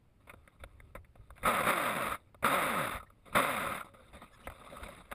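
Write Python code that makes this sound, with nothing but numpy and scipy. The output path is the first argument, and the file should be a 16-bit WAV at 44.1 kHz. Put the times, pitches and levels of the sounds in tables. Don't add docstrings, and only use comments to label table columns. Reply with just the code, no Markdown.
import sys
import numpy as np
from scipy import signal
from scipy.fft import rfft, irfft, next_fast_len
from scipy.io import wavfile
from scipy.ndimage import uniform_filter1d, map_coordinates

SR = 44100
rng = np.random.default_rng(int(sys.argv[2]) if len(sys.argv) > 2 else 0)


def inscribe(sig):
    pcm = np.round(np.clip(np.atleast_2d(sig).T, -1, 1) * 32767)
    wavfile.write(sys.argv[1], SR, pcm.astype(np.int16))


N = 226759
TIME = np.arange(N) / SR


def amp(db):
    return 10 ** (np.asarray(db) / 20)


def unit(x):
    return x / np.sqrt(np.mean(x ** 2) + 1e-20)


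def along(points, hz):
    f, v = np.transpose(points)
    return np.interp(np.log(hz + 1), np.log(f + 1), v)


def wobble(rate):
    return map_coordinates(rng.standard_normal(int(N * rate / SR) + 4), [TIME * rate])


def filtered(x, gain):
    size = next_fast_len(len(x) + 8192)
    return irfft(rfft(x, size) * gain(np.fft.rfftfreq(size, 1 / SR)), size)[:len(x)]


def coloured(x, points):
    return filtered(x, lambda hz: amp(along(points, hz)))


def split(x, hz):
    return [signal.sosfilt(signal.butter(4, hz, kind, fs=SR, output="sos"), x)
            for kind in ("low", "high")]


# t/s, level/dB
THUMPS = [(0.37, -57), (0.645, -49), (0.98, -51.5), (1.2, -53), (1.32, -55), (1.45, -46.5), (1.64, -53),
          (2.11, -49), (2.44, -56), (2.96, -48), (3.219, -62), (3.339, -50.5), (3.67, -54), (4.15, -53),
          (4.485, -47), (4.84, -51.5), (5.11, -56)]
# f/Hz, level/dB
RUMBLE_COLOUR = [(10, -5), (28, 0), (60, 4.5), (110, -1.5), (220, -24), (500, -23), (2000, -64.5)]

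def rumble(sway_db=-63, thump_trim_db=0.5, build_s=0.42, thump_width_s=0.042):
    level_db = sway_db + 3.5 * wobble(7) + np.interp(TIME, [0, build_s], [-10, 0])
    for s, db in THUMPS:
        level_db = np.maximum(level_db, db + thump_trim_db - 10 * ((TIME - s) / thump_width_s) ** 2)
    return amp(level_db) * unit(coloured(rng.standard_normal(N), RUMBLE_COLOUR))


# f/Hz, level/dB
AIR_COLOUR = [(100, -6), (250, -14.5), (450, -20.5), (1500, -31), (2900, -35), (3700, -42.5), (4600, -40.5),
              (6000, -50.5), (8400, -44.5), (14000, -45.5), (15300, -56)]

def lakeside_air(level_db=-68):
    return amp(level_db) * unit(coloured(rng.standard_normal(N), AIR_COLOUR))


# f/Hz, level/dB
WALL_COLOUR = [(40, -23), (120, -16), (380, -15.5), (850, -13.5), (1750, -12), (2450, -12.5), (3000, -26),
               (4300, -38), (6100, -54.5), (7700, -44), (10000, -29), (11900, -37.5), (14000, -26),
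               (15200, -38)]
# f/Hz, width/Hz, boost/dB
WALL_NOTES = [(210.5, 127, 8.5), (557.4, 145, 11.5), (711, 72, 5), (1068, 285, 8.5), (1262, 160, 11),
              (1405, 181, 7), (1592, 50, 5.5), (2080, 470, 7), (2660, 66, 4.5), (3651, 727, 18.5),
              (4937, 490, 10.5), (7080, 580, 8.5), (8305, 450, 14.5), (9760, 310, 8), (10755, 205, 14.5),
              (13280, 260, 6.5)]

def housing(x, size=4096):
    hz = np.fft.rfftfreq(size, 1 / SR)
    boost_db = sum(boost / (1 + (2 * (hz - note) / width) ** 2) for note, width, boost in WALL_NOTES)
    cepstrum = irfft(np.log(amp(along(WALL_COLOUR, hz) + boost_db)))
    cepstrum[1:size // 2] *= 2
    cepstrum[size // 2 + 1:] = 0
    ring = irfft(np.exp(rfft(cepstrum)))
    return signal.fftconvolve(x, ring / np.linalg.norm(ring))[:len(x)]


def contacts(rate, spread_db, ring_s, click):
    hits = rng.random(N) < rate / SR
    sizes = hits * amp(spread_db * np.clip(rng.standard_normal(N), -2, 2))
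    dying = amp(-60 * TIME[:SR // 10] / ring_s) ** 2
    echo_energy = np.abs(signal.fftconvolve(sizes ** 2, dying / dying.sum())[:N])
    return click * sizes * rng.choice([-1, 1], N) + np.sqrt(echo_energy) * rng.standard_normal(N)


def patchy(x, depth_db, size=256):
    spectra = signal.stft(x, nperseg=size)[2]
    patches = uniform_filter1d(rng.standard_normal(spectra.shape), size=2, axis=0)
    patches = uniform_filter1d(patches, size=12, axis=1)
    return signal.istft(spectra * amp(depth_db * unit(patches)), nperseg=size)[1][:N]


# t/s, length/s, level/dB
STROKES = [(0.207, 0.35, -72.5), (0.598, 0.028, -64), (0.673, 0.24, -72.5), (1.173, 0.27, -74),
           (1.359, 0.076, -62.5), (2.164, .04, -66), (2.24, 0.047, -75), (3.013, 0.27, -75.5),
           (3.259, 0.03, -56.5), (3.329, .018, -48), (3.847, 0.012, -52.5), (3.938, 1.23, -63),
           (4.133, 0.037, -53), (4.22, 0.021, -53), (4.375, 0.096, -59), (4.509, .175, -54.5),
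           (4.701, 0.17, -50), (4.832, .005, -45), (4.899, 0.11, -54.5), (5.051, 0.0091, -60.5),
           (5.109, 0.012, -54.5)]
# f/Hz, level/dB
RUB_COLOUR = [(60, 0.5), (250, 5), (600, -0.5), (850, -2), (1200, -5.5), (1700, -11), (2150, -5),
              (2900, -4.5), (3700, 0.5), (4700, 3.5), (8400, 4.5), (15000, -4.5)]

def rubbing(grip_db=-84, trim_db=0.47, rise_db_per_s=2500, fall_db_per_s=330):
    level_db = np.full(N, grip_db)
    for s, length, db in STROKES:
        shape_db = np.minimum(rise_db_per_s * (TIME - s), fall_db_per_s * (s + length - TIME))
        level_db = np.maximum(level_db, db + trim_db + np.minimum(shape_db, 0))
    slips = contacts(1100, spread_db=2.5, ring_s=0.029, click=0.53)
    rub = patchy(housing(slips), depth_db=3)
    return amp(level_db + wobble(25)) * unit(coloured(rub, RUB_COLOUR))


def blow(s, db, bass_db, ring_s, tone_hz, treble_db, trim_db=-1, bass_trim_db=-2):
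    out, t = np.zeros(N + SR), TIME[:SR // 5]
    rise = 1 - np.exp(-t / 0.00059)
    shudder = rng.standard_normal(len(t)) * amp(-60 * t / ring_s) * rise
    shudder[0] += 3
    low, treble = split(housing(shudder), 6000)
    bass, middle = split(low, 700)
    hollow = 3 * signal.lfilter(*signal.iirpeak(tone_hz, Q=5, fs=SR), low)
    for band, band_db in ((bass, bass_db + bass_trim_db), (middle + hollow, 0), (treble, treble_db)):
        out[round(s * SR):][:len(t)] += amp(db + band_db + trim_db) * band / np.abs(band).max()
    return out[:N]


# t/s, level/dB, bass/dB, time to fade by 60 dB/s, hollow tone f/Hz
KNOCKS = [(0.272, -51, 0, 0.13, 270), (0.295, -38.5, -11, 0.061, 2480), (0.336, -47.5, 3.5, 0.036, 288),
          (0.476, -45, -6, 0.023, 2180), (0.637, -35.5, -4.5, 0.021, 3500), (0.802, -44, -5, 0.017, 1900),
          (0.951, -37, 3, 0.07, 2150), (1.046, -52.5, -14, 0.034, 2220), (1.155, -55, 10.5, .035, 570),
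          (1.304, -42.5, -1.5, 0.024, 1510), (1.367, -52, -18, 0.027, 1980), (1.379, -46, -1, 0.022, 650),
          (1.431, -32.5, 0.5, 0.27, 2200), (2.345, -47, 0, .022, 1260), (2.425, -33.5, 2.5, 0.13, 2200),
          (3.028, -46, 0, 0.069, 1220), (3.101, -49, -5, 0.033, 1360), (3.938, -48.5, 2.5, 0.091, 565),
          (4.471, -32.5, 1, .04, 2110), (4.5, -37, -20, .021, 1160), (4.521, -44, -18, 0.027, 1300),
          (4.767, -38, -7, 0.054, 1210), (4.834, -37, -13, 0.024, 3700), (4.884, -37.5, -3, 0.068, 535),
          (5.115, -31.5, -2.5, 0.025, 580), (5.124, -30.5, -3, 0.018, 2300)]

def knocks():
    return sum(blow(*knock, treble_db=-9.5) for knock in KNOCKS)


# t/s, length/s, first f/Hz, last f/Hz, level/dB,
# overtone slope/(dB per octave), waver as a share of the pitch
SQUEAKS = [(0.813, 0.085, 424, 336, -74.5, -27, .02), (3.061, 0.02, 1750, 1970, -66.5, -19, 0.06),
           (3.87, 0.2, 559, 501, -66.5, -24, 0.05), (4.325, 0.037, 1716, 1710, -65.5, -6, 0.03),
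           (4.4, 0.027, 1540, 1740, -67, -11, 0.1), (4.435, 0.038, 2730, 3170, -62, -19, .14)]

def squeaks():
    out = np.zeros(N)
    for s, length, first_hz, last_hz, db, slope_db, waver in SQUEAKS:
        on = (TIME >= s) & (TIME < s + length)
        progress = (TIME[on] - s) / length
        hz = (first_hz + (last_hz - first_hz) * progress) * (1 + waver * wobble(first_hz)[on])
        phase = 2 * np.pi * np.cumsum(hz) / SR
        tone = sum(amp(slope_db * np.log2(k)) * np.sin(k * phase) for k in range(1, 8))
        swell = np.sqrt(np.abs(np.sin(np.pi * progress)))
        out[on] += amp(db) * unit(tone * swell)
    return out


# on t/s, off t/s, top shaft speed f/Hz, level/dB, fade while coasting/(dB per s)
BLIPS = [(1.449, 1.483, 130, -32, 32), (1.664, 1.71, 202, -33, 13.5), (2.439, 2.467, 156.6, -32, 11),
         (2.522, 2.55, 196.5, -32, 20), (3.3435, 3.388, 144.3, -32.5, 34),
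         (3.432, 3.46, 157.5, -34.5, 23.5)]

def shaft_motion(friction_hz_per_s=295, drag_per_s=1.3, kick_db_per_hz=0.0234, smooth_s=0.013):
    speed, level_db = np.zeros(N), np.full(N, BLIPS[0][3])
    friction_hz = friction_hz_per_s / drag_per_s
    for on, off, top_hz, db, fade in BLIPS:
        from_hz = speed[int(on * SR)]
        spin_up = np.interp(TIME, [on, off], [from_hz, top_hz])
        coast = (top_hz + friction_hz) * np.exp(-drag_per_s * (TIME - off)) - friction_hz
        kick_db = kick_db_per_hz * (top_hz - from_hz)
        stages = [TIME < on, TIME < off]
        speed = np.select(stages, [speed, spin_up], np.maximum(coast, 0))
        level_db = np.select(stages, [level_db, db + kick_db], db - fade * (TIME - off))
    return speed, uniform_filter1d(level_db, int(smooth_s * SR))


def shaft_rattle(speed, angle, treble_db=-13.5):
    hits_per_s = 850 + 10 * speed
    clatter = contacts(hits_per_s, spread_db=3, ring_s=0.024, click=0.59) * (1 + 0.077 * np.cos(angle))
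    body, treble = split(housing(clatter / np.sqrt(hits_per_s)), 6000)
    rattle = unit(body) + amp(treble_db) * unit(treble)
    return coloured(rattle, [(60, -5.5), (250, 1.7), (420, 2.0), (650, 3.9), (1400, 1.3), (2500, 2.0)])


# multiple of the shaft speed, level/dB
HUM_TONES = [(1, -8.5), (2, -3), (3, -9), (4, -7), (5, -9), (6, -18.5), (7, -6.5), (8, -13), (9, -14.5),
             (10, -5.5)]

def shaft_hum(speed, angle, muffle_hz=800, fade_below_hz=45):
    hum = sum(amp(db + 2.1 * wobble(14)) * np.sin(k * angle) / np.hypot(1, k * speed / muffle_hz)
              for k, db in HUM_TONES)
    return housing(hum * np.minimum(speed / fade_below_hz, 1))


def drive(hum_db=-10.5, settle_hz=20.4):
    speed, level_db = shaft_motion()
    angle = 2 * np.pi * np.cumsum(speed) / SR
    sound = shaft_rattle(speed, angle) + amp(hum_db) * shaft_hum(speed, angle)
    turning = (speed / settle_hz) ** 2.7
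    return turning / np.hypot(1, turning) * amp(level_db + 0.7 * wobble(45)) * sound


# t/s, level/dB
CLANKS = [(1.453, -27), (1.465, -29), (2.116, -26), (2.143, -30.5), (2.446, -21.5), (2.457, -24),
          (2.744, -28), (2.999, -39.5), (3.348, -33), (3.372, -24), (3.39, -20), (3.439, -35), (3.665, -25),
          (3.808, -31.5)]

def clanks():
    return sum(blow(s, db, bass_db=-15, ring_s=0.059, tone_hz=1350, treble_db=-13.5) for s, db in CLANKS)


def scene():
    return (rumble() + lakeside_air() + rubbing() + knocks() + squeaks() + drive() + clanks())[None]


def record(dry, notch_hz=12000, notch_width_hz=260, top_hz=15600, edge_hz=450):
    def gain(hz):
        notch = 1 - np.exp(-((hz - notch_hz) / notch_width_hz) ** 2)
        return notch * np.clip((top_hz - hz) / edge_hz, 0, 1) ** 2
    return filtered(dry[0], gain)[None]


dry = scene()
out = record(dry)
inscribe(out)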